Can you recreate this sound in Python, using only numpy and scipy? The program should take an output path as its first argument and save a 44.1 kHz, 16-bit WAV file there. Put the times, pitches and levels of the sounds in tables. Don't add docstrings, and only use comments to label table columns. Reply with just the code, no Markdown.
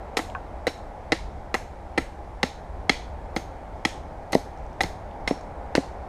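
import sys
import numpy as np
from scipy import signal
from scipy.fft import rfft, irfft
from scipy.io import wavfile
from scipy.ndimage import uniform_filter1d

SR = 44100
rng = np.random.default_rng(int(sys.argv[2]) if len(sys.argv) > 2 else 0)


def gain_from_db(level_db):
    decades = np.asarray(level_db, float) / 20
    return 10 ** decades


def wav_out(sig):
    wavfile.write(sys.argv[1], SR, np.round(np.clip(np.atleast_2d(sig).T, -1, 1) * 32767).astype(np.int16))


N = 268128


def read(points, hz):
    f, value = np.transpose(points)
    return np.interp(np.log(hz + 1), np.log(f + 1), value)


def add(mix, s, sound):
    part = mix[round(s * SR):][:len(sound)]
    part += sound[:len(part)]


def peaked(x):
    return x / np.max(abs(x))


def band(x, lo_hz, hi_hz):
    return signal.sosfilt(signal.butter(2, [lo_hz, hi_hz], "band", fs=SR, output="sos"), x)


def highpass(x, hz):
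    return signal.sosfilt(signal.butter(2, hz, "high", fs=SR, output="sos"), x)


def modes(table, seconds, spread_db=0., detune=0.):
    hz, db, t60 = np.transpose(table)[:, :, None]
    luck = rng.standard_normal((2, len(table), 1))
    t = np.arange(round(seconds * SR)) / SR
    level = gain_from_db(db + spread_db * luck[0] - 60 * t / t60)
    ring = level * np.sin(2 * np.pi * hz * (1 + detune * luck[1]) * t)
    return ring.sum(axis=0)


# (f/Hz, level/dB per Hz)
ROAD_COLOUR = [(14, -34), (22, -8.5), (55, 1.5), (113, -14.5), (248, -17.5), (410, -17), (607, -13),
               (802, -11), (1150, -25), (2200, -33.5), (2700, -42.5), (9000, -55.5), (13500, -67),
               (16000, -65)]
# (t/s, level/dB)
TRAFFIC = [(0.0, 1.5), (.7, -1), (2.1, -2.5), (2.44, -1.5), (2.74, -1.5), (3.1, -0.5), (4.2, -0.5),
           (5.06, 0.5), (5.33, 1), (5.6, 1.5), (6.08, 1.5)]
# (t/s, level at the top/dB, half-length/s)
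LORRIES = [
    (.3, 1, 0.45),
    (1.234, 4.5, 0.22),
    (1.59, 2, 0.074),
    (2.067, 2.5, 0.17),
    (2.757, 4.5, 0.16),
    (3.2, 4, .3),
    (3.8, 3, 0.18),
    (4.8, 3.5, .25),
    (5.9, 3.5, 0.26),
]


def road():
    frames, hz = N // 512 + 5, np.fft.rfftfreq(2048, 1 / SR)
    a, b, patches = rng.standard_normal((frames, 1025, 3)).T
    patches = uniform_filter1d(uniform_filter1d(patches, 14, 0), 8, 1)
    t = np.arange(frames) * 512 / SR
    hum_share = 1 / (1 + (hz[:, None] / 160) ** 4)
    roar_share = (1 - hum_share) / (1 + (hz[:, None] / 2600) ** 4)
    hum_db = sum(db * np.exp(-((t - s) / half_s) ** 2) for s, db, half_s in LORRIES)
    roar_db = np.interp(t, *np.transpose(TRAFFIC))
    drift_db = hum_share * (hum_db - hum_db.mean()) + roar_share * roar_db
    patch_db = 0.72 * patches / patches.std()
    z = (a + 1j * b) * gain_from_db(read(ROAD_COLOUR, hz)[:, None] + drift_db + patch_db)
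    wash = signal.istft(z, nperseg=2048, noverlap=1536)[1][:N]
    return gain_from_db(-37) * wash / wash.std()


# (f/Hz, t60/s)
TRUNK_DECAY = [(200, 0.11), (1000, 0.12), (2000, 0.33), (3500, 0.39), (7000, 0.38), (11000, 0.33),
               (15000, 0.33)]
# (f/Hz, level re direct/dB)
TRUNK_COLOUR = [(150, -18), (600, -6), (2000, -15), (3500, -10.5), (5000, -11.5), (6500, -5.5),
                (10000, -5.5), (15000, -4)]


def trunks(x):
    hz, frames, z = signal.stft(x, SR, nperseg=256, noverlap=192)
    power = uniform_filter1d(abs(z) ** 2, size=3, axis=0)
    t = frames[:350]
    build_up = (1 - np.exp(-(t / .0105) ** 2)) ** 2
    decay_db = read(TRUNK_COLOUR, hz)[:, None] - 60 * t / read(TRUNK_DECAY, hz)[:, None]
    decay = gain_from_db(decay_db) ** 2 * build_up / 8
    heard = abs(signal.fftconvolve(power, decay, axes=1)[:, :len(frames)])
    a, b = rng.standard_normal((len(frames), len(hz), 2)).T
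    return signal.istft((a + 1j * b) * np.sqrt(heard), SR, nperseg=256, noverlap=192)[1][:N]


# (t/s, peak level/dB, f/Hz, t60/s)
CHIPS = [(.3001, -35, 3000, .006), (.3003, -45, 6500, .003), (.3496, -31, 2500, .022),
         (.3503, -20.5, 1100, .06), (.351, -24, 1530, .07), (.779, -45, 6700, .01), (1.561, -31, 1500, .01),
         (4.575, -48, 5500, .012), (4.587, -50, 6000, .008), (4.665, -50, 6000, .008),
         (4.731, -49, 5500, .01), (5.113, -43, 2700, .008), (5.378, -45, 5000, .006),
         (5.4105, -46, 4300, .008), (5.411, -46, 6600, .012), (5.861, -45, 6500, .008)]


def chip(peak_db, hz, t60):
    cluster = [(hz * k, db, t60) for k, db in ((.93, -8), (1, 0), (1.1, -7))]
    tap = modes(cluster, .06, spread_db=2., detune=.01)
    return gain_from_db(peak_db) * peaked(band(tap, hz / 2, hz * 2))


# (f/multiple of the thud's pitch, level/dB, t60/s)
LOG = [(1, -3, 0.067), (1.95, -9, .033), (2.4, 3, 0.038), (1.8, 15, 0.0088)]
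# (t/s, peak level/dB, f/Hz, push length/ms)
THUDS = [(.176, -21, 296, 2), (.676, -11.5, 290, 1.1), (1.1265, -9, 330, 1.95), (1.5495, -19, 250, 2.5),
         (1.9845, -9.5, 274, 2.22), (2.437, -9.5, 265, 2.7), (2.8985, -10, 276, 2),
         (3.366, -14.5, 239, 2.9), (3.855, -14, 262, 3.8), (4.3522, 1.5, 261, 1.27), (4.842, -15, 179, 3.1),
         (5.3105, -5.5, 292, 1.7), (5.7798, -1.5, 280, 1.88)]


def thud(peak_db, hz, push_ms):
    rebound_s, rebound_db = 0.01028, -16
    push = np.gradient(np.hanning(round(push_ms * SR / 1000) + 3))
    back = np.gradient(np.hanning(round(2 * push_ms * SR / 1000) + 3))
    gap = np.zeros(max(round(rebound_s * SR) - len(push), 1))
    push = np.r_[push, gap, gain_from_db(rebound_db) * back]
    body = modes([(k * hz, db, t60) for k, db, t60 in LOG], 0.091)
    sway = np.cumsum(body) - np.sum(body) * np.linspace(0, 1, len(body))
    return -gain_from_db(peak_db) * peaked(np.convolve(push, sway))


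# (f/Hz, t60/s)
STEEL = [(3300, .14), (3930, .2), (5432, .3), (6420, .16), (9420, .2)]
# (t/s, peak level/dB, f favoured by the point of impact/Hz)
SINGS = [(.171, -44, 3960), (.668, -40, 4380), (1.121, -41, 3960), (1.543, -42, 6500), (1.978, -47, 4440),
         (2.431, -41, 6600), (2.895, -40, 5930), (3.364, -46, 6800), (3.851, -45, 7300), (4.322, -47, 7000),
         (4.807, -43, 7000), (5.277, -39, 5430), (5.752, -50, 4200)]


def sing(peak_db, favoured_hz):
    octaves_away = abs(np.log2(np.transpose(STEEL)[0] / favoured_hz))
    peaks_db = peak_db + np.maximum(-24 * (octaves_away - octaves_away.min()), -12)
    beat_hz = 27.8
    main = [(hz, db - 2, t60) for (hz, t60), db in zip(STEEL, peaks_db)]
    twin = [(hz - beat_hz, db - 3, t60 * .45) for (hz, t60), db in zip(STEEL, peaks_db)]
    ring = modes(main + twin, .3, detune=.001)
    return ring * (1 - np.exp(-np.arange(len(ring)) / SR / 0.0012))


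# (t/s, length/ms, rms level/dB, brightness/dB per octave)
SKIDS = [
    (.167, 30, -25, -3),
    (.676, 24, -27.5, -10.5),
    (1.5445, 10.6, -27, -2.5),
    (3.357, 30, -45, 5),
    (3.368, 19, -30.5, -8),
    (4.320, 24, -32, -2),
    (4.3462, 4.5, -26, -1.5),
    (4.814, 30, -36.5, 1.5),
    (5.282, 20, -30.5, -6),
    (5.758, 17, -24, -7.5),
]
# (t/s, length/ms, rms level/dB, brightness/dB per octave)
CRACKS = [
    (0.6688, 4, -30, 1.5),
    (1.1208, 8.5, -16, -10),
    (1.9788, 10, -25, -4.5),
    (2.4304, 6.5, -23.5, -4),
    (2.8938, 6, -32, -11),
    (3.8513, 5.8, -13, -8),
    (4.8071, 5, -26, -5.5),
    (5.276, 5, -29.5, -4),
    (5.7518, 6.6, -14.5, -9),
]


def skid(length_ms, rms_db, tilt_db):
    n = round(length_ms * SR / 1000)
    unevenness_db = 2.6 * uniform_filter1d(rng.exponential(1, 2048), size=40)
    grit = rng.standard_normal(2048) * gain_from_db(unevenness_db)
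    hz = np.fft.rfftfreq(2048, 1 / SR)
    slope = gain_from_db(tilt_db * np.log2(1 + (hz / 4000) ** 2))
    bass_loss = hz ** 2 / (hz ** 2 + 900 ** 2)
    top_loss = 1 + (hz / 12200) ** 6
    grit = irfft(rfft(grit) * slope * bass_loss / top_loss)
    easing = gain_from_db(rms_db - 19.4 * np.linspace(0, 1, n))
    return easing * grit[:n] / grit.std() * signal.windows.tukey(n, .3)


# (t/s, low level/dB, low f/Hz, high f/Hz, high level/dB)
NOTES = [(.1703, -12.5, 750, 3950, -31), (.1908, -14.5, 770, 1980, -39), (.6685, -17, 490, 3940, -28),
         (1.1206, -14, 504, 3840, -24), (1.5422, -20, 420, 1320, -24.5), (1.9769, -24, 398, 2580, -30),
         (2.4306, -31, 496, 3930, -25), (2.8947, -27, 445, 3320, -17.5), (3.3636, -17, 753, 2260, -37),
         (3.8509, -18, 776, 3290, -21), (4.331, -40, 484, 2510, -42), (4.807, -13, 770, 3390, -27.5),
         (5.2761, -31, 770, 4320, -37), (5.752, -12.5, 483, 4090, -32)]


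def note(low_db, low_hz, high_hz, high_db):
    ring = modes([(low_hz, low_db - 2.0, .035), (high_hz, high_db + 11, .016)], .06)
    return -ring * (1 - np.exp(-np.arange(len(ring)) / SR / 0.00067))


# (f/Hz, level/dB, t60/s)
BENDING = [(330, 3.5, 0.07), (509, 14.5, 0.0148), (770, 13.5, 0.02), (910, -23, 0.017)]
RING = [(1030, -14.5, 0.024), (1339, -8.5, 0.064), (1610, -24, .014), (1890, -1, 0.021), (2012, 13, 0.014),
        (2123, -10, 0.031), (2350, -6, 0.016), (2730, -6, 0.025), (3140, -20.5, 0.0094)]
SPLINTER = [(3000, 2, 0.0051), (4135, 10, 0.032), (4460, 26.5, 0.0036), (5170, 18.5, 0.0066),
            (6300, -18, 0.0068), (6120, 13, 0.007), (7700, -29, 0.0037), (8000, -23, .003),
            (9000, -48, .0025), (10200, -37, .002)]
FIZZ = [(10900, 0, .0012), (12200, -2, .0012), (13400, -2, .0012), (14400, -3, .0012)]
# (t/s, ring peak level/dB, bending level re ring/dB, splinter level re ring/dB, time in the cut/ms)
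BITES = [(.1702, -13.5, -1, -4.5, 7.3), (.1907, -24.5, 3.5, -23, 11), (.6685, -15.5, 0.5, -13, 4.1),
         (.6726, -20, -8, -2.5, 6.4), (1.1206, -7, -7.5, -5.5, 10.4), (1.5422, -14, -4, -3.5, 3.8),
         (1.5478, -16.5, 0.5, -31, 6.3), (1.9769, -13, -0.5, -12, 10.2), (2.4306, -9.5, -4, -2.5, 6.5),
         (2.8947, -7, -6.5, -2, 6), (3.3636, -16.5, -0.5, -4.5, 4.8), (3.8509, -9, -6.5, -4.5, 7.1),
         (4.3305, -19, 5.5, -1, 8.4), (4.3505, -20, 3, 1.5, 2.9), (4.8066, -11, -7.5, -10.5, 4.3),
         (4.8123, -19, -0.5, 3.5, 4.5), (4.8348, -24, 4.5, 8, 0.68), (4.8385, -23, 0, -4, 3.8),
         (5.2761, -15, -2.5, -5.5, 5.8), (5.3085, -32.5, 13, 2, 4.9), (5.7518, -15, 2.5, -19, 1.9),
         (5.7552, -21, 7.5, 0, 2.6), (5.7748, -20, -2, -7, 1.1)]


def bite(ring_db, bend_db, splinter_db, cut_ms):
    t = np.arange(1200) / SR
    snaps_per_s = 6000
    snaps = (rng.random(len(t)) < snaps_per_s / SR) * rng.standard_normal(len(t))
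    force = 0.33 * snaps * np.exp(-(t * 1000 / np.clip(cut_ms, .5, 15)) ** 2)
    force[0] = -1
    fizz_db = -34 + (0.12 - 1) * ring_db + 0.39 * splinter_db - 4.1 * cut_ms
    parts = [(BENDING, bend_db, 200, 1200), (RING, 0, 900, 3400),
             (SPLINTER, splinter_db, 2800, 11000), (FIZZ, fizz_db, 10000, 16000)]
    wood = 0
    for table, db, lo_hz, hi_hz in parts:
        body = band(modes(table, .06, spread_db=2., detune=.007), lo_hz, hi_hz)
        wood = wood + gain_from_db(db) * peaked(np.convolve(force, body))
    return gain_from_db(ring_db) * wood


def scene():
    blows = np.zeros(N)
    sources = ((CHIPS, chip), (THUDS, thud), (SINGS, sing), (SKIDS, skid), (CRACKS, skid),
               (NOTES, note), (BITES, bite))
    for table, source in sources:
        for s, *row in table:
            add(blows, s, source(*row))
    blows = highpass(blows, 173)
    return (blows + trunks(blows) + road())[None]


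def band_limit(x):
    return signal.sosfilt(signal.butter(12, 16370, fs=SR, output="sos"), x)


def record(dry):
    edge = signal.firwin(255, 15200, window=("kaiser", 8), fs=SR)
    mix = signal.oaconvolve(dry, edge[None], "same")
    return band_limit(mix)


dry = scene()
out = record(dry)
wav_out(out)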